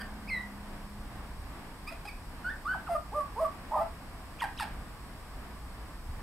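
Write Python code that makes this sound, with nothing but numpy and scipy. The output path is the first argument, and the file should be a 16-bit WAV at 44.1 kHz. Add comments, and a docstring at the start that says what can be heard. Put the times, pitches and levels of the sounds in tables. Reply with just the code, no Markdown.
"""Magpie on a garden wall

A magpie sings with both sides of its syrinx: a brief squawk and a falling whistle, soft yips and squawks,
rising whistles that break into low hoots, a two-voiced growl, two sharp barks. Roofs and walls answer
each note. Behind it lie a distant town rumble, a far machine's hum that fades away and a faint hiss."""
import sys
import numpy as np
from scipy import signal
from scipy.fft import rfft, irfft, next_fast_len
from scipy.io import wavfile
from scipy.ndimage import uniform_filter1d, map_coordinates

SR = 44100
rng = np.random.default_rng(int(sys.argv[2]) if len(sys.argv) > 2 else 0)


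def unload_audio(sound):
    """Save the sound as a 16-bit wav file, at the path given as the first command line argument."""
    columns = np.transpose(np.atleast_2d(sound))
    # keep every value between -1 and 1, then stretch to whole-number steps
    steps = np.round(np.clip(columns, -1, 1) * 32767)
    wavfile.write(sys.argv[1], SR, steps.astype(np.int16))


N = 274302

# Tone colour of the overtones: the bird's voice plus the microphone's dip near 6.4 kHz and peak near
# 8.7 kHz. Each row: frequency in Hz, gain in dB.
OVERTONE_COLOUR_DB = [(1200, 22), (2600, 6.5), (3800, 1.5), (5100, 7), (6400, -34), (7600, -17.5),
                      (8700, 7), (10000, -25), (11400, -3), (15500, -19)]
# Air rasping through the open bill. Each row: frequency in Hz, relative density in dB.
RASP_DB = [(900, -1), (2000, 10), (3800, -5), (4900, 1), (6400, -6), (7800, -1.5), (8800, 6.5),
           (10200, -1.5), (11400, 4), (12600, -9), (15600, -14)]
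# Airway resonances. Each row: centre in Hz, width in Hz, gain in dB.
AIRWAY_PEAKS = [(4980, 400, -3), (9380, 300, 0), (10850, 400, -8), (13250, 520, -1)]
# Hoarse glides. Each row: start and end in seconds, start and end pitch in Hz, relative level in dB.
SQUAWK_NOTES = [(0, .022, 1530, 1590, -45), (1.918, 1.935, 700, 670, -45), (2.054, 2.07, 850, 808, -47.5)]
# Thin glides. Each row: start and end in seconds, start and end pitch in Hz, relative level in dB.
SQUEAK_NOTES = [(0, .035, 1780, 1820, -49), (4.4, 4.412, 2300, 2700, -49), (4.568, 4.579, 3040, 5800, -54),
                (4.587, 4.598, 4250, 3300, -50)]
# Roof and wall reflections. Each row: delay in seconds, gain in dB.
WALL_ECHOES = [(.008, -17), (.022, -15), (.04, -18), (.064, -20)]
# Yard reverberation. Each row: frequency in Hz, T60 in seconds.
YARD_T60_S = [(500, 0.12), (2000, 0.35), (5000, 0.24), (12000, 0.36)]
# Background stereo likeness. 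Each row: frequency in Hz, left-right correlation.
CORRELATION = [(60, 0.98), (110, 0.93), (200, 0.92), (380, 0.91), (700, 0.75), (1290, 0.81), (2380, 0.018),
               (4400, -0.39), (8120, 0.95), (15000, 0.87)]
# Background balance. Each row: frequency in Hz, left minus right in dB.
BALANCE_DB = [(100, 0), (700, -1), (4400, 1), (8100, -1.5), (15000, -7.5)]
# Town rumble over time. Each row: time in seconds, level in dB.
RUMBLE_LEVEL_DB = [(0.0, -44.5), (0.74, -46.5), (1.51, -42.5), (1.57, -48.5), (2.49, -45), (2.51, -47),
                   (4.69, -44.5), (5.94, -46), (6.1, -40.5), (6.22, -44)]
# Spectra of town rumble, town wash and hiss. Each row: frequency in Hz, relative density in dB.
RUMBLE_SPECTRUM_DB = [(10, -30.5), (27, 2), (38, -8), (54, 0), (85, -10), (140, -16.5), (300, -57.5)]
WASH_SPECTRUM_DB = [(70, -16), (170, -0.5), (280, -3.5), (380, -10), (570, -10.5), (700, -7.5), (1150, -7),
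                    (1320, -12.5), (1600, -11.5), (2200, -16), (3500, -24), (7000, -44)]
HISS_SPECTRUM_DB = [(2000, -7.5), (3800, -2.5), (4800, 1.5), (5500, -0.5), (6300, -11), (7200, -6),
                    (7900, -1.5), (8700, -2.5), (10000, -8), (11400, -6), (13200, -8.5), (15600, -19)]
# Whistles. Each row: start, leap and end in seconds, pitch at start, before leap, after leap and at end
# in Hz, relative level in dB, attack and release in seconds.
WHISTLE_NOTES = [ (0.275, 0.297, 0.4, 2134, 2750, 2150, 1891, -32, 0.028, 0.012),
                 (2.445, 2.497, 2.53, 1431, 1537, 1768, 1825, -32, 0.0053, 0.025),
                 (2.651, 2.679, 2.74, 1126, 1260, 1435, 1585, -33, 0.0055, .002),
                 (2.733, 2.744, 2.768, 1558, 1374, 875, 650, -26.5, 0.0022, 0.024), ]
# Yips. Each row: start, leap and end in seconds, pitch at start, before leap, after leap and at end
# in Hz, relative level in dB, octave over fundamental in dB.
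YIP_NOTES = [(1.871, 1.903, 1.912, 1160, 1360, 900, 760, -40, 5),
             (2.073, 2.088, 2.108, 1250, 1330, 1140, 1120, -41.5, 13)]
# Hoots. Each row: start, leap and end in seconds, start, pre-leap, held and closing pitch in Hz,
# relative level in dB.
HOOT_NOTES = [ (2.868, 2.889, 2.971, 1460, 1200, 685, 606, -27),
              (3.12, 3.143, 3.223, 370, 470, 597, 567, -29), (3.36, 3.402, 3.47, 410, 540, 655, 575, -27), ]
# Growl, one curve per side of the syrinx. Each row: time in seconds, pitch in Hz.
GROWL_LOW_HZ = [(3.718, 605), (3.75, 650), (3.77, 620), (3.798, 592), (3.814, 680), (3.842, 630)]
GROWL_HIGH_HZ = [(3.712, 839), (3.732, 906), (3.748, 1025), (3.764, 749), (3.776, 876), (3.792, 769),
                 (3.84, 900)]
# Barks. Each row: start, crack and end in seconds, relative level, overtones and rasp in dB.
BARK_NOTES = [(4.387, 4.409, 4.461, -31, -19, -19), (4.572, 4.593, 4.643, -33, -10, -12)]

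TOP_HZ = 15720


def amp(db):
    """Decibels to gain."""
    return 10 ** (np.asarray(db) / 20)


def unit(x):
    """x at rms 1."""
    return x / np.sqrt(np.mean(x ** 2) + 1e-20)


def along(points, hz):
    """(Hz, value) points read on a log axis."""
    f, v = np.transpose(points)
    return np.interp(np.log(hz + 1), np.log(f + 1), v)


def curve(points, t):
    """(Seconds, value) points read at times t."""
    return np.interp(t, *np.transpose(points))


def wobble(rate_hz, size):
    """Smooth random curve, rate_hz knots a second."""
    knots = rng.standard_normal(int(size * rate_hz / SR) + 4)
    return map_coordinates(knots, [np.arange(size) * rate_hz / SR])


def filtered(x, response):
    """x times a response over frequency."""
    size = x.shape[-1]
    padded = next_fast_len(size + 8192)
    return irfft(rfft(x, padded) * response(np.fft.rfftfreq(padded, 1 / SR)), padded)[..., :size]


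def stereo_noise(spectrum):
    """Coloured noise at rms 1: near mono in the bass, stronger on the right in the treble."""
    angle = lambda hz: np.arccos(np.clip(along(CORRELATION, hz), -1, 1)) / 2
    colour = lambda hz: amp(along(spectrum, hz)) * [np.cos(angle(hz)), np.sin(angle(hz))]
    mid, side = filtered(rng.standard_normal((2, N)), colour)
    balance = lambda hz: amp(np.outer([.5, -.5], along(BALANCE_DB, hz)))
    return unit(filtered(np.array([mid + side, mid - side]), balance))


def span(start, end, margin_s=.004):
    """Sample times of a note, with room for soft edges."""
    return np.arange(round((start - margin_s) * SR), round((end + margin_s) * SR)) / SR


def leap(t, when, before, after, leap_s):
    """Smooth step between two values."""
    return before + (after - before) * (1 + np.tanh((t - when) / leap_s)) / 2


def contour(start, when, end, start_hz, before_hz, after_hz, end_hz, leap_s):
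    """Times and pitch of two straight glides joined by a leap."""
    t = span(start, end)
    first_hz = np.interp(t, [start, when], [start_hz, before_hz])
    second_hz = np.interp(t, [when, end], [after_hz, end_hz])
    return t, leap(t, when, first_hz, second_hz, leap_s)


def swell_db(t, attack_s, release_s, depth_db=22):
    """Effort builds, holds and lets go."""
    return -depth_db * (np.exp((t[0] - t) / attack_s) + np.exp((t - t[-1]) / release_s))


def syrinx(t, hz, rough, edge_s=.0046, flutter_hz=330, jitter=.0566, shimmer_db=8):
    """One vibrating membrane: pitch, phase and gate. Fast sweeps make it flutter more."""
    hz = uniform_filter1d(hz, size=130)  # muscles round off each turn
    octaves_per_s = np.abs(np.gradient(np.log2(hz))) * SR
    rough = rough + np.minimum(octaves_per_s / 150, .45)
    hz = hz * (1 + rough * jitter * wobble(flutter_hz, len(t)))
    ramp = np.clip(np.minimum(t - t[0], t[-1] - t) / edge_s, 0, 1)
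    flutter = amp(rough * shimmer_db * np.tanh(wobble(flutter_hz, len(t))))
    return hz, 2 * np.pi * np.cumsum(hz) / SR, np.sin(np.pi / 2 * ramp) ** 2 * flutter


def note(t, hz, level_db, octave_db, overtones_db, rasp_db, wheeze_db, rough, odd_db=0):
    """The throat favours the fundamental or its octave; weaker overtones and air noise ride on them."""
    hz, phase, gate = syrinx(t, hz, rough)
    octave = amp(octave_db) * np.sin(2 * phase + rng.uniform(0, 2 * np.pi))
    tone = (np.sin(phase) + octave) / np.hypot(1, amp(octave_db))
    k = np.arange(3, 20)[:, None]
    rolloff_db = .33 * overtones_db * np.log2(k)  # softer closure, steeper fall
    weights = amp(along(OVERTONE_COLOUR_DB, k * hz) + rolloff_db + odd_db * (k % 2)) * (k * hz < TOP_HZ)
    overtones = unit(np.sum(weights * np.sin(k * phase + rng.uniform(0, 2 * np.pi, k.shape)), axis=0))
    puffs = rng.standard_normal((2, len(t))) * (1 + .6 * np.sin(phase))  # one puff of air a cycle
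    rasp = unit(filtered(puffs[0], lambda f: amp(along(RASP_DB, f))))
    airway = lambda f: sum(amp(db) / (1 + (2 * (f - centre_hz) / width_hz) ** 2)
                           for centre_hz, width_hz, db in AIRWAY_PEAKS)
    wheeze = unit(filtered(puffs[1], airway))
    upper = amp(overtones_db) * overtones + amp(rasp_db) * rasp + amp(wheeze_db) * wheeze
    return t, gate * amp(level_db) * (np.sqrt(2) * tone + upper)


def second_voice(t, hz, level_db, rough):
    """The other side of the syrinx: a plain, unsteady tone."""
    _, phase, gate = syrinx(t, hz, rough)
    return t, np.sqrt(2) * gate * amp(level_db) * np.sin(phase)


def squawks():
    """Brief hoarse glides from a fluttering membrane."""
    for start, end, start_hz, end_hz, level_db in SQUAWK_NOTES:
        t = span(start, end)
        yield note(t, np.linspace(start_hz, end_hz, len(t)), level_db, octave_db=-10.5,
                   overtones_db=-7.5, rasp_db=-12.5, wheeze_db=-28, rough=.76)


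def squeaks():
    """Thin second-voice glides over the first squawk and the barks."""
    for start, end, start_hz, end_hz, level_db in SQUEAK_NOTES:
        t = span(start, end)
        yield second_voice(t, np.linspace(start_hz, end_hz, len(t)), level_db, rough=.35)


def yard(song, tail_db=-14, build_s=.016, scatter_s=.0052, spread=.64, lowpass_hz=4500):
    """Roofs and walls return smeared reflections and a diffuse, dulled tail."""
    hz, t, noise = signal.stft(rng.standard_normal((2, SR * 3 // 4)), SR, nperseg=256)
    fade = amp(-60 * t / along(YARD_T60_S, hz)[:, None]) * (1 - np.exp(-t / build_s))
    tail = signal.istft(noise * fade, SR, nperseg=256)[1]
    bass_energy = np.mean(fade[0] ** 2) * tail.shape[1]
    response = amp(tail_db) * tail / np.sqrt(bass_energy)
    age_s = np.arange(tail.shape[1]) / SR
    for delay_s, db in WALL_ECHOES:
        burst = np.exp(-np.abs(age_s - delay_s) / scatter_s) * (age_s >= delay_s)
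        response += amp(db) * burst / np.linalg.norm(burst) * rng.standard_normal(tail.shape)
    mid, side = signal.fftconvolve(song[None], response, axes=1)[:, :N]
    stereo = np.array([mid + spread * side, mid - spread * side])
    return filtered(stereo, lambda f: 1 / np.hypot(1, f / lowpass_hz))


def town(wash_db=-49):
    """Distant town: low rumble under a wavering midrange wash."""
    rumble_db = curve(RUMBLE_LEVEL_DB, np.arange(N) / SR)
    rumble = amp(rumble_db + .1 * wobble(6.9, N)) * stereo_noise(RUMBLE_SPECTRUM_DB)
    wash = amp(wash_db + 1.4 * wobble(6.6, N)) * stereo_noise(WASH_SPECTRUM_DB)
    return rumble + wash


def machine_hum(pitch_hz=205.3, drift_hz=1.73, level_db=-51, hold_s=1.0, fade_db_per_s=93):
    """A far machine: one wavering tone that holds, then fades."""
    t = np.arange(N) / SR
    phase = 2 * np.pi * np.cumsum(pitch_hz + drift_hz * wobble(7.1, N)) / SR
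    return np.sqrt(2) * amp(level_db - fade_db_per_s * np.maximum(t - hold_s, 0)) * np.sin(phase)


def hiss(level_db=-60):
    """Steady microphone hiss."""
    return amp(level_db) * stereo_noise(HISS_SPECTRUM_DB)


def whistles(brighten_db_per_octave=22):
    """Nearly pure notes; the octave grows with pitch."""
    for *shape, level_db, attack_s, release_s in WHISTLE_NOTES:
        t, hz = contour(*shape, leap_s=.005)
        octave_db = -27 + brighten_db_per_octave * np.log2(hz / 1500)
        yield note(t, hz, level_db + swell_db(t, attack_s, release_s), octave_db,
                   overtones_db=-29.5, rasp_db=-32, wheeze_db=-46, rough=.22)


def yips():
    """Soft reedy notes, strong in even harmonics, that rise and step down."""
    for *shape, level_db, octave_db in YIP_NOTES:
        t, hz = contour(*shape, leap_s=.006)
        yield note(t, hz, level_db + swell_db(t, attack_s=.0045, release_s=.011), octave_db,
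                   overtones_db=-9, rasp_db=-14, wheeze_db=-29, rough=.26, odd_db=-9.5)


def register_db(hz, break_hz=597, db_per_hz=.65):
    """Octave over fundamental; the octave takes over below break_hz."""
    return np.clip((break_hz - hz) * db_per_hz, -20.5, 9.5)


def hoots(closing_s=.023, flip_db=13, falter_db=5, falter_s=.0059):
    """Low notes leap to a held pitch, then dip and flip to the octave, faltering at each change."""
    for start, when, end, start_hz, before_hz, held_hz, closing_hz, level_db in HOOT_NOTES:
        t, hz = contour(start, when, end, start_hz, before_hz, held_hz, held_hz, leap_s=.007)
        flip = end - closing_s
        hz = leap(t, flip, hz, closing_hz, leap_s=.0075)
        octave_db = register_db(hz) + leap(t, flip, 0, flip_db, leap_s=.0032)
        dip_db = falter_db * sum(np.exp(-((t - change) / falter_s) ** 2) for change in (when, flip))
        effort_db = level_db - dip_db + swell_db(t, attack_s=.023, release_s=.0043)
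        yield note(t, hz, effort_db, octave_db, overtones_db=-27, rasp_db=-27, wheeze_db=-35, rough=.14)


def growl(low_db=-30.5, high_db=-28, octave_lift_db=7):
    """Both sides of the syrinx sound at once; their unrelated pitches beat."""
    t = span(GROWL_LOW_HZ[0][0], GROWL_LOW_HZ[-1][0])
    hz = curve(GROWL_LOW_HZ, t)
    effort_db = low_db + swell_db(t, attack_s=.023, release_s=.0077)
    yield note(t, hz, effort_db, register_db(hz) + octave_lift_db,
               overtones_db=-23, rasp_db=-31, wheeze_db=-32, rough=.31)
    t = span(GROWL_HIGH_HZ[0][0], GROWL_HIGH_HZ[-1][0])
    effort_db = high_db + swell_db(t, attack_s=.015, release_s=.034)
    yield second_voice(t, curve(GROWL_HIGH_HZ, t), effort_db, rough=.7)


def barks(start_hz=2070, rise_hz_per_s=98000, landing_hz=1200, settled_hz=710, settle_s=.025):
    """A thin rising chirp cracks down into a loud, raspy note, filling out as the pitch falls."""
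    for start, crack, end, level_db, overtones_db, rasp_db in BARK_NOTES:
        t = span(start, end)
        chirp_hz = start_hz + rise_hz_per_s * (t - start)
        body_hz = settled_hz + (landing_hz - settled_hz) * np.exp(-np.maximum(t - crack, 0) / settle_s)
        hz = leap(t, crack, chirp_hz, body_hz, leap_s=.005)
        thinness = np.clip((hz - settled_hz) / (start_hz - settled_hz), 0, 1)
        effort_db = level_db - 14 * thinness + swell_db(t, attack_s=.0046, release_s=.007)
        octave_db = -3 - 14 * thinness
        yield note(t, hz, effort_db, octave_db, overtones_db, rasp_db, wheeze_db=-29, rough=.55)


def magpie():
    """All notes on one mono track."""
    song = np.zeros(N)
    for call in (squawks, squeaks, whistles, yips, hoots, growl, barks):
        for t, sound in call():
            index = np.round(t * SR).astype(int)
            inside = (index >= 0) & (index < N)
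            song[index[inside]] += sound[inside]
    return song


def scene(bird_db=-.5, pan_db=.7):
    """Bird and echoes slightly right of centre, over the background."""
    song = amp(bird_db) * magpie()
    bird = (song + yard(song)) * amp([[-pan_db], [pan_db]])
    return bird + town() + machine_hum() + hiss()


def record(dry):
    """Brick-wall low-pass at TOP_HZ."""
    return filtered(dry, lambda hz: hz < TOP_HZ)


dry = scene()
out = record(dry)
unload_audio(out)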